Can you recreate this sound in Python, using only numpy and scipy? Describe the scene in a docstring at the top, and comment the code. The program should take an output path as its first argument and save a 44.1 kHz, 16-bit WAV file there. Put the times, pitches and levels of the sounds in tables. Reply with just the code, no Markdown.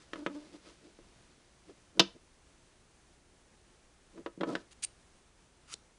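"""A felted wool figure is turned in the hand, close to a small microphone on a desk. First the fingers
rub and judder in stick-slip, and knocks ring the desk top. At 2 s a hard tool clacks down and chatters.
From 4.2 s come more knocks and rubs as small scissors are picked up; from 4.7 s their edges grate
through three short strokes at the loose fibres. Faint hum and hiss fill the small room throughout."""
import sys
import numpy as np
from scipy import signal
from scipy.fft import rfft, irfft
from scipy.io import wavfile

SR = 44100
rng = np.random.default_rng(int(sys.argv[2]) if len(sys.argv) > 2 else 0)


def store_pcm(level_fs):
    """Save levels as 16-bit WAV."""
    pcm = np.round(np.clip(level_fs, -1, 1) * 32767).astype(np.int16)
    wavfile.write(sys.argv[1], SR, np.atleast_2d(pcm).T)


N = 263718
TIME_S = np.arange(N) / SR
HIT_S = TIME_S[:SR // 4]

# desk top modes: f/Hz, level/dB, t60/s
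DESK_MODES = [(191.7, -4, 0.18), (291, -9.5, 0.14), (324, -2, 0.094), (338.7, -3.5, 0.13), (391, -2.5, .08),
              (466, 0, 0.09), (548.5, -0.5, .07), (651.7, -6.5, 0.1), (815, -17, .06), (976, -6.5, 0.084),
              (1107, -15.5, .07), (1281, -8, 0.11), (1560, -29, 0.096), (1740, -24.5, .11)]
# crack of the dense upper modes: f/Hz, level/dB
CRACK_SPECTRUM = [(250, -29.5), (600, 1), (820, -4.5), (1200, 3.5), (1800, 0), (2400, -7), (3300, -2.5),
                  (5000, -11), (7000, -12), (10500, -18)]
# blows on the desk: t/s, thud level/dB, contact corner/Hz, low cut/Hz
DESK_KNOCKS = [(.133, -43, 4250, 226), (0.1577, -48, 2800, 218), (0.2628, -33.5, 3000, 195),
               (.988, -55.5, 1300, 240), (1.695, -56.5, 1200, 265), (1.9744, -47.5, 1100, 290),
               (1.9955, -29.5, 5400, 165), (2.0014, -26.5, 3002, 165), (4.177, -55, 2400, 240),
               (4.2614, -38, 2520, 320), (4.376, -47, 500, 170), (4.403, -44, 600, 170),
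               (4.409, -40.5, 3230, 200), (4.414, -34, 1190, 195), (4.4333, -32.5, 2500, 255.5),
               (4.5523, -37, 4400, 185)]


def knocks(crack_t60_s=.035, crack_db=-4, crack_db_per_octave=8.5, mid_contact_hz=3000):
    """Blows ring the desk; harder contact gives a brighter thud and a stronger crack."""
    out = np.zeros(N)
    desk = ring(DESK_MODES)
    for s, db, contact_hz, low_hz in DESK_KNOCKS:
        thud = cut(desk, low_hz, "high", order=4)
        thud = cut(thud, contact_hz / 2, "low")  # slow modes feel the whole push: an octave lower
        crack = colour(rng.standard_normal(len(HIT_S)), CRACK_SPECTRUM) * fade(HIT_S, crack_t60_s)
        crack = cut(cut(crack, contact_hz, "low"), low_hz, "high")
        hardness_db = crack_db_per_octave * np.log2(contact_hz / mid_contact_hz)
        add(out, s, blow(thud, db) + blow(crack, db + crack_db + hardness_db))
    return out


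# hard tool modes: f/Hz, level/dB, t60 before scaling/s
TOOL_MODES = [(2694, -16.5, 0.057), (2850, -4.5, 0.052), (3155, -3, 0.05544), (3130, -10, 0.044),
              (3530, 2.5, 0.06), (3540, 2.5, 0.046), (3530, 0, 0.027), (3976, -4, 0.062), (3850, -1, 0.021),
              (4434, -5, 0.077), (4820, -2.5, 0.018), (5082, -5.5, .045), (5500, -13, 0.028),
              (6095, -16, 0.031), (6615, -8.5, 0.022), (7440, -18.5, 0.03)]
# tool contacts: t/s, level/dB
TOOL_BOUNCES = [(1.995, -24.5), (1.997, -25.5), (2.001, -30.5), (2.0032, -29)]


def clack(t60_scale=0.35, snap_db=-1, snap_t60_s=0.00844):
    """The hard tool bounces within 10 ms, each contact a snap and a short ring."""
    out = np.zeros(N)
    tool = ring(TOOL_MODES, t60_scale, thin=True)
    for s, db in TOOL_BOUNCES:
        snap = band(burst(snap_t60_s), hz=3650, width_hz=1900)
        snap = cut(snap, 6720, "low", order=4)
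        add(out, s, blow(tool, db) + blow(snap, db + snap_db))
    return out


# wool fibre hiss: f/Hz, level/dB
FIBRE_SPECTRUM = [(500, -6.5), (1200, -0.5), (2300, -1.5), (5000, -2), (7000, -8.5), (10500, -12.5)]
# rustle of the turning figure: centre t/s, length/s, body level/dB, hiss level/dB
TURN_RUSTLE = (0.4, 4, -71.5, -69.5)
# skin on wool: centre t/s, length/s, level/dB, brightness/Hz
FINGER_RUBS = [(.02, .05, -74, 3800), (0.186, 0.11, -56.5, 1390), (0.352, 0.038, -57, 1500),
               (0.417, 0.3, -64.5, 1100), (0.547, 0.051, -56, 1300), (0.685, 0.096, -59.5, 2500),
               (0.853, 0.093, -59.5, 550), (1.305, 0.038, -68, 400), (1.702, 0.051, -53.5, 550),
               (1.989, 0.063, -45, 400), (2.16, 0.025, -54, 350), (4.185, 0.084, -49, 450),
               (4.494, 0.063, -34, 1410), (4.534, 0.036, -38, 1210), (4.591, 0.079, -54, 1880)]


def rubbing(t60_scale=.45, hiss_at_1khz_db=-38, hiss_db_per_db=0.53, hiss_db_per_octave=5.5):
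    """Dragging skin shakes the damped desk; the wool hisses more on stronger, brighter rubs."""
    body = through(slips(per_s=1800, spread_db=3), ring(DESK_MODES, t60_scale))
    body = cut(body, 185, "high", order=4)
    fibres = colour(slips(per_s=5000, spread_db=4), FIBRE_SPECTRUM)
    s, length_s, body_db, hiss_db = TURN_RUSTLE
    rustle = undb(body_db) * unit(cut(body, 820, "low")) + undb(hiss_db) * fibres
    out = swell(s, length_s) * rustle
    for s, length_s, db, bright_hz in FINGER_RUBS:
        push = swell(s, length_s)
        rumble = cut(body, bright_hz, "low")
        rumble /= np.sqrt(np.average(rumble ** 2, weights=push ** 2))
        hiss_db = hiss_at_1khz_db + hiss_db_per_db * db + hiss_db_per_octave * np.log2(bright_hz / 1000)
        out += push * (undb(db) * rumble + undb(hiss_db) * fibres)
    return out


# fingertip drags: centre t/s, length/s, level/dB
FINGER_DRAGS = [(0.195, 0.025, -43), (.226, .044, -45), (0.309, 0.046, -43.5), (0.366, 0.064, -42.5),
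                (.43, 0.11, -56.5), (.554, 0.074, -54.5)]


def judder(slip_hz=295, jitter=0.043, overtone_db=-15):
    """Near-regular stick-slip of a fingertip: a low, unsteady groan with weak overtones."""
    wobble = 1 + jitter * drift(top_hz=67)
    phase = 2 * np.pi * np.cumsum(slip_hz * wobble) / SR
    overtones = sum(np.sin(k * phase) / (k - 1) for k in range(2, 6))
    drag = sum(undb(db) * swell(s, length_s) for s, length_s, db in FINGER_DRAGS)
    return drag * np.sqrt(2) * (np.sin(phase) + undb(overtone_db) * overtones)


# edge sliding on edge: f/Hz, level/dB
SHEAR_SPECTRUM = [(600, -17), (1300, 3), (1900, -0.5), (2600, 2), (3500, -0.5), (4800, 1), (5900, -2),
                  (6800, 2.5), (7800, -4), (9800, -11), (11000, -3)]
# blade modes: f/Hz, level/dB, t60/s
BLADE_MODES = [(1436, 8, 0.012), (2580, -9, 0.021), (3060, -9, 0.034), (4510, 1.5, 0.033),
               (5250, -14, 0.02), (5690, -4, 0.049), (6830, -5, 0.035), (7100, -12, .022), (8150, -21, .02),
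               (9000, -1, 0.023), (8300, 5, 0.019), (9400, 5.5, 0.016), (9980, 10, 0.012)]
# strokes: start t/s, end t/s, end level/dB, swell/dB, low cut/Hz
SCISSOR_STROKES = [(4.706, 4.731, -51.5, 4.5, 1500), (4.8214, 4.8483, -37, 6, 2020),
                   (5.674, 5.734, -43.5, 14, 750)]


def scissor_strokes(ring_db=-7, grip_s=.005, release_t60_s=.014,
                    treble_hz=2500, treble_db_per_db=.7, flat_at_db=-44):
    """The edges grate and ring the blades, louder and brighter as they close."""
    out = np.zeros(N)
    grit = slips(per_s=9000, spread_db=4.9)
    blades = unit(through(grit, ring(BLADE_MODES, thin=True)))
    grating = colour(grit, SHEAR_SPECTRUM) + undb(ring_db) * blades
    for start_s, end_s, db, swell_db, low_hz in SCISSOR_STROKES:
        closed = np.clip((TIME_S - start_s) / (end_s - start_s), 0, 1)
        level_db = db - swell_db * (1 - closed)
        grip = np.clip((TIME_S - start_s) / grip_s, 0, 1)
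        release = fade(np.maximum(TIME_S - end_s, 0), release_t60_s)
        rasp = unit(cut(grating, low_hz, "high", order=3))
        dull = cut(rasp, treble_hz, "low", order=1)
        treble = undb(treble_db_per_db * (level_db - flat_at_db)) * (rasp - dull)
        out += grip * release * undb(level_db) * (dull + treble)
    return out


# blade contacts: t/s, level/dB, f/Hz, width/Hz
BLADE_TICKS = [(4.8369, -38.5, 9000, 900), (4.847, -37, 8840, 555), (5.733, -57, 8000, 4900),
               (5.739, -43.5, 4900, 3300)]
# handle contact: t/s, level/dB, high cut/Hz, t60/s
HANDLE_STOP = (5.7418, -58, 220, .025)


def scissor_contacts():
    """The blades tick where they catch or stop; the handles meet once with a thump."""
    out = np.zeros(N)
    for s, db, hz, width_hz in BLADE_TICKS:
        tick = band(burst(t60_s=0.0095), hz, width_hz)
        add(out, s, blow(band(tick, hz, 2 * width_hz), db))
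    s, db, top_hz, t60_s = HANDLE_STOP
    add(out, s, blow(cut(burst(t60_s), top_hz, "low"), db))
    return out


def room(x, early_db, late_db, early_t60_s=0.081, late_t60_s=0.25):
    """Adds bright reflections from desk and wall, then the short tail of a furnished room."""
    early = cut(cut(rng.standard_normal(len(HIT_S)), 7880, "low"), 700, "high")
    early *= fade(HIT_S, early_t60_s) * (HIT_S > .004)
    late = cut(rng.standard_normal(len(HIT_S)), 6000, "low")
    late *= fade(HIT_S, late_t60_s) * (HIT_S > .01)
    response = undb(early_db) * early / np.linalg.norm(early) + undb(late_db) * late / np.linalg.norm(late)
    return x + through(x, response)


# rumble and hiss density: f/Hz, relative level/dB
FLOOR_SPECTRUM = [(12, -28.5), (20, 3.5), (164, -6), (299, -8), (349, -8), (516, -11.5), (5090, -21.5),
                  (6100, -20.5), (10000, -23), (13000, -40.5), (22000, -120)]
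# mains hum: f/Hz, level/dB
HUM_TONES = [(60, -75.5), (360, -82.5)]


def background(floor_db=-64.5, waver_db=-0.64, whine_db=-87):
    """Room rumble and microphone hiss, mains hum and a thin high whine."""
    air = colour(rng.standard_normal(N), FLOOR_SPECTRUM)
    air *= undb(floor_db + waver_db * drift(top_hz=4.5))
    hum = sum(undb(db) * np.sqrt(2) * np.sin(2 * np.pi * hz * TIME_S) for hz, db in HUM_TONES)
    whine = unit(band(rng.standard_normal(N), hz=6130, width_hz=297))
    return air + hum + undb(whine_db) * whine


def undb(db):
    """Decibels to gain."""
    return 10 ** (np.asarray(db) / 20)


def unit(x):
    """Scale to rms 1."""
    return x / np.sqrt(np.mean(x ** 2))


def blow(x, db):
    """Scale a hit so its energy, spread over 20 ms, has this level."""
    return x * undb(db) / np.sqrt(np.sum(x ** 2) / (.02 * SR))


def fade(t, t60_s):
    """Exponential decay."""
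    return np.exp(-np.log(1000) * t / t60_s)


def cut(x, hz, kind, order=2):
    """Butterworth low-pass or high-pass."""
    return signal.sosfilt(signal.butter(order, hz, kind, fs=SR, output="sos"), x)


def band(x, hz, width_hz):
    """One resonance."""
    return signal.lfilter(*signal.iirpeak(hz, hz / width_hz, fs=SR), x)


def colour(x, points):
    """Shape the spectrum by (f/Hz, level/dB) points; rms 1."""
    hz, db = np.transpose(points)
    bins_hz = np.maximum(np.fft.rfftfreq(len(x), 1 / SR), 1)
    gain = undb(np.interp(np.log(bins_hz), np.log(hz), db))
    return unit(irfft(rfft(x) * gain, len(x)))


def ring(modes, t60_scale=1, thin=False):
    """A struck body; in thin metal, neighbouring modes start in opposite directions."""
    return sum((-1) ** (k * thin) * undb(db) * np.sin(2 * np.pi * hz * HIT_S)
               * fade(HIT_S, t60_s * t60_scale) for k, (hz, db, t60_s) in enumerate(modes))


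def through(x, response):
    """Play a sound through a body or a room."""
    return signal.fftconvolve(x, response)[:len(x)]


def burst(t60_s):
    """Decaying white noise."""
    return rng.standard_normal(len(HIT_S)) * fade(HIT_S, t60_s)


def drift(top_hz):
    """Slow random motion, rms 1."""
    return unit(cut(rng.standard_normal(N), top_hz, "low"))


def slips(per_s, spread_db):
    """Tiny random slips of uneven size, rms 1."""
    impulses = (rng.random(N) < per_s / SR) * rng.choice([-1, 1], N)
    return unit(impulses * undb(spread_db * rng.standard_normal(N)))


def swell(centre_s, length_s):
    """One smooth push of the hand, at half height a third of its length from the centre."""
    distance = np.abs(3 * (TIME_S - centre_s) / length_s)
    return 0.5 ** (np.minimum(distance, 10) ** 2)


def add(out, s, x):
    """Mix x in at time s."""
    i = int(s * SR)
    out[i:i + len(x)] += x[:N - i]


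def scene():
    """Handling on the desk and the nearer scissors over the background, mono."""
    handling = room(knocks() + clack() + rubbing() + judder(), early_db=-18.5, late_db=-25.0)
    scissors = room(scissor_strokes() + scissor_contacts(), early_db=-26.0, late_db=-25.5)
    return (handling + scissors + background())[None]


def record(dry, mic_top_hz=10500, ceiling=0.43, output_top_hz=11100):
    """Narrow-band microphone; only the loudest peaks overload its input."""
    narrow = signal.sosfilt(signal.cheby1(14, .2, mic_top_hz, fs=SR, output="sos"), dry)
    rounded = narrow / (1 + (narrow / ceiling) ** 10) ** (1 / 10)
    return cut(rounded, output_top_hz, "low", order=5)


dry = scene()
out = record(dry)
store_pcm(out)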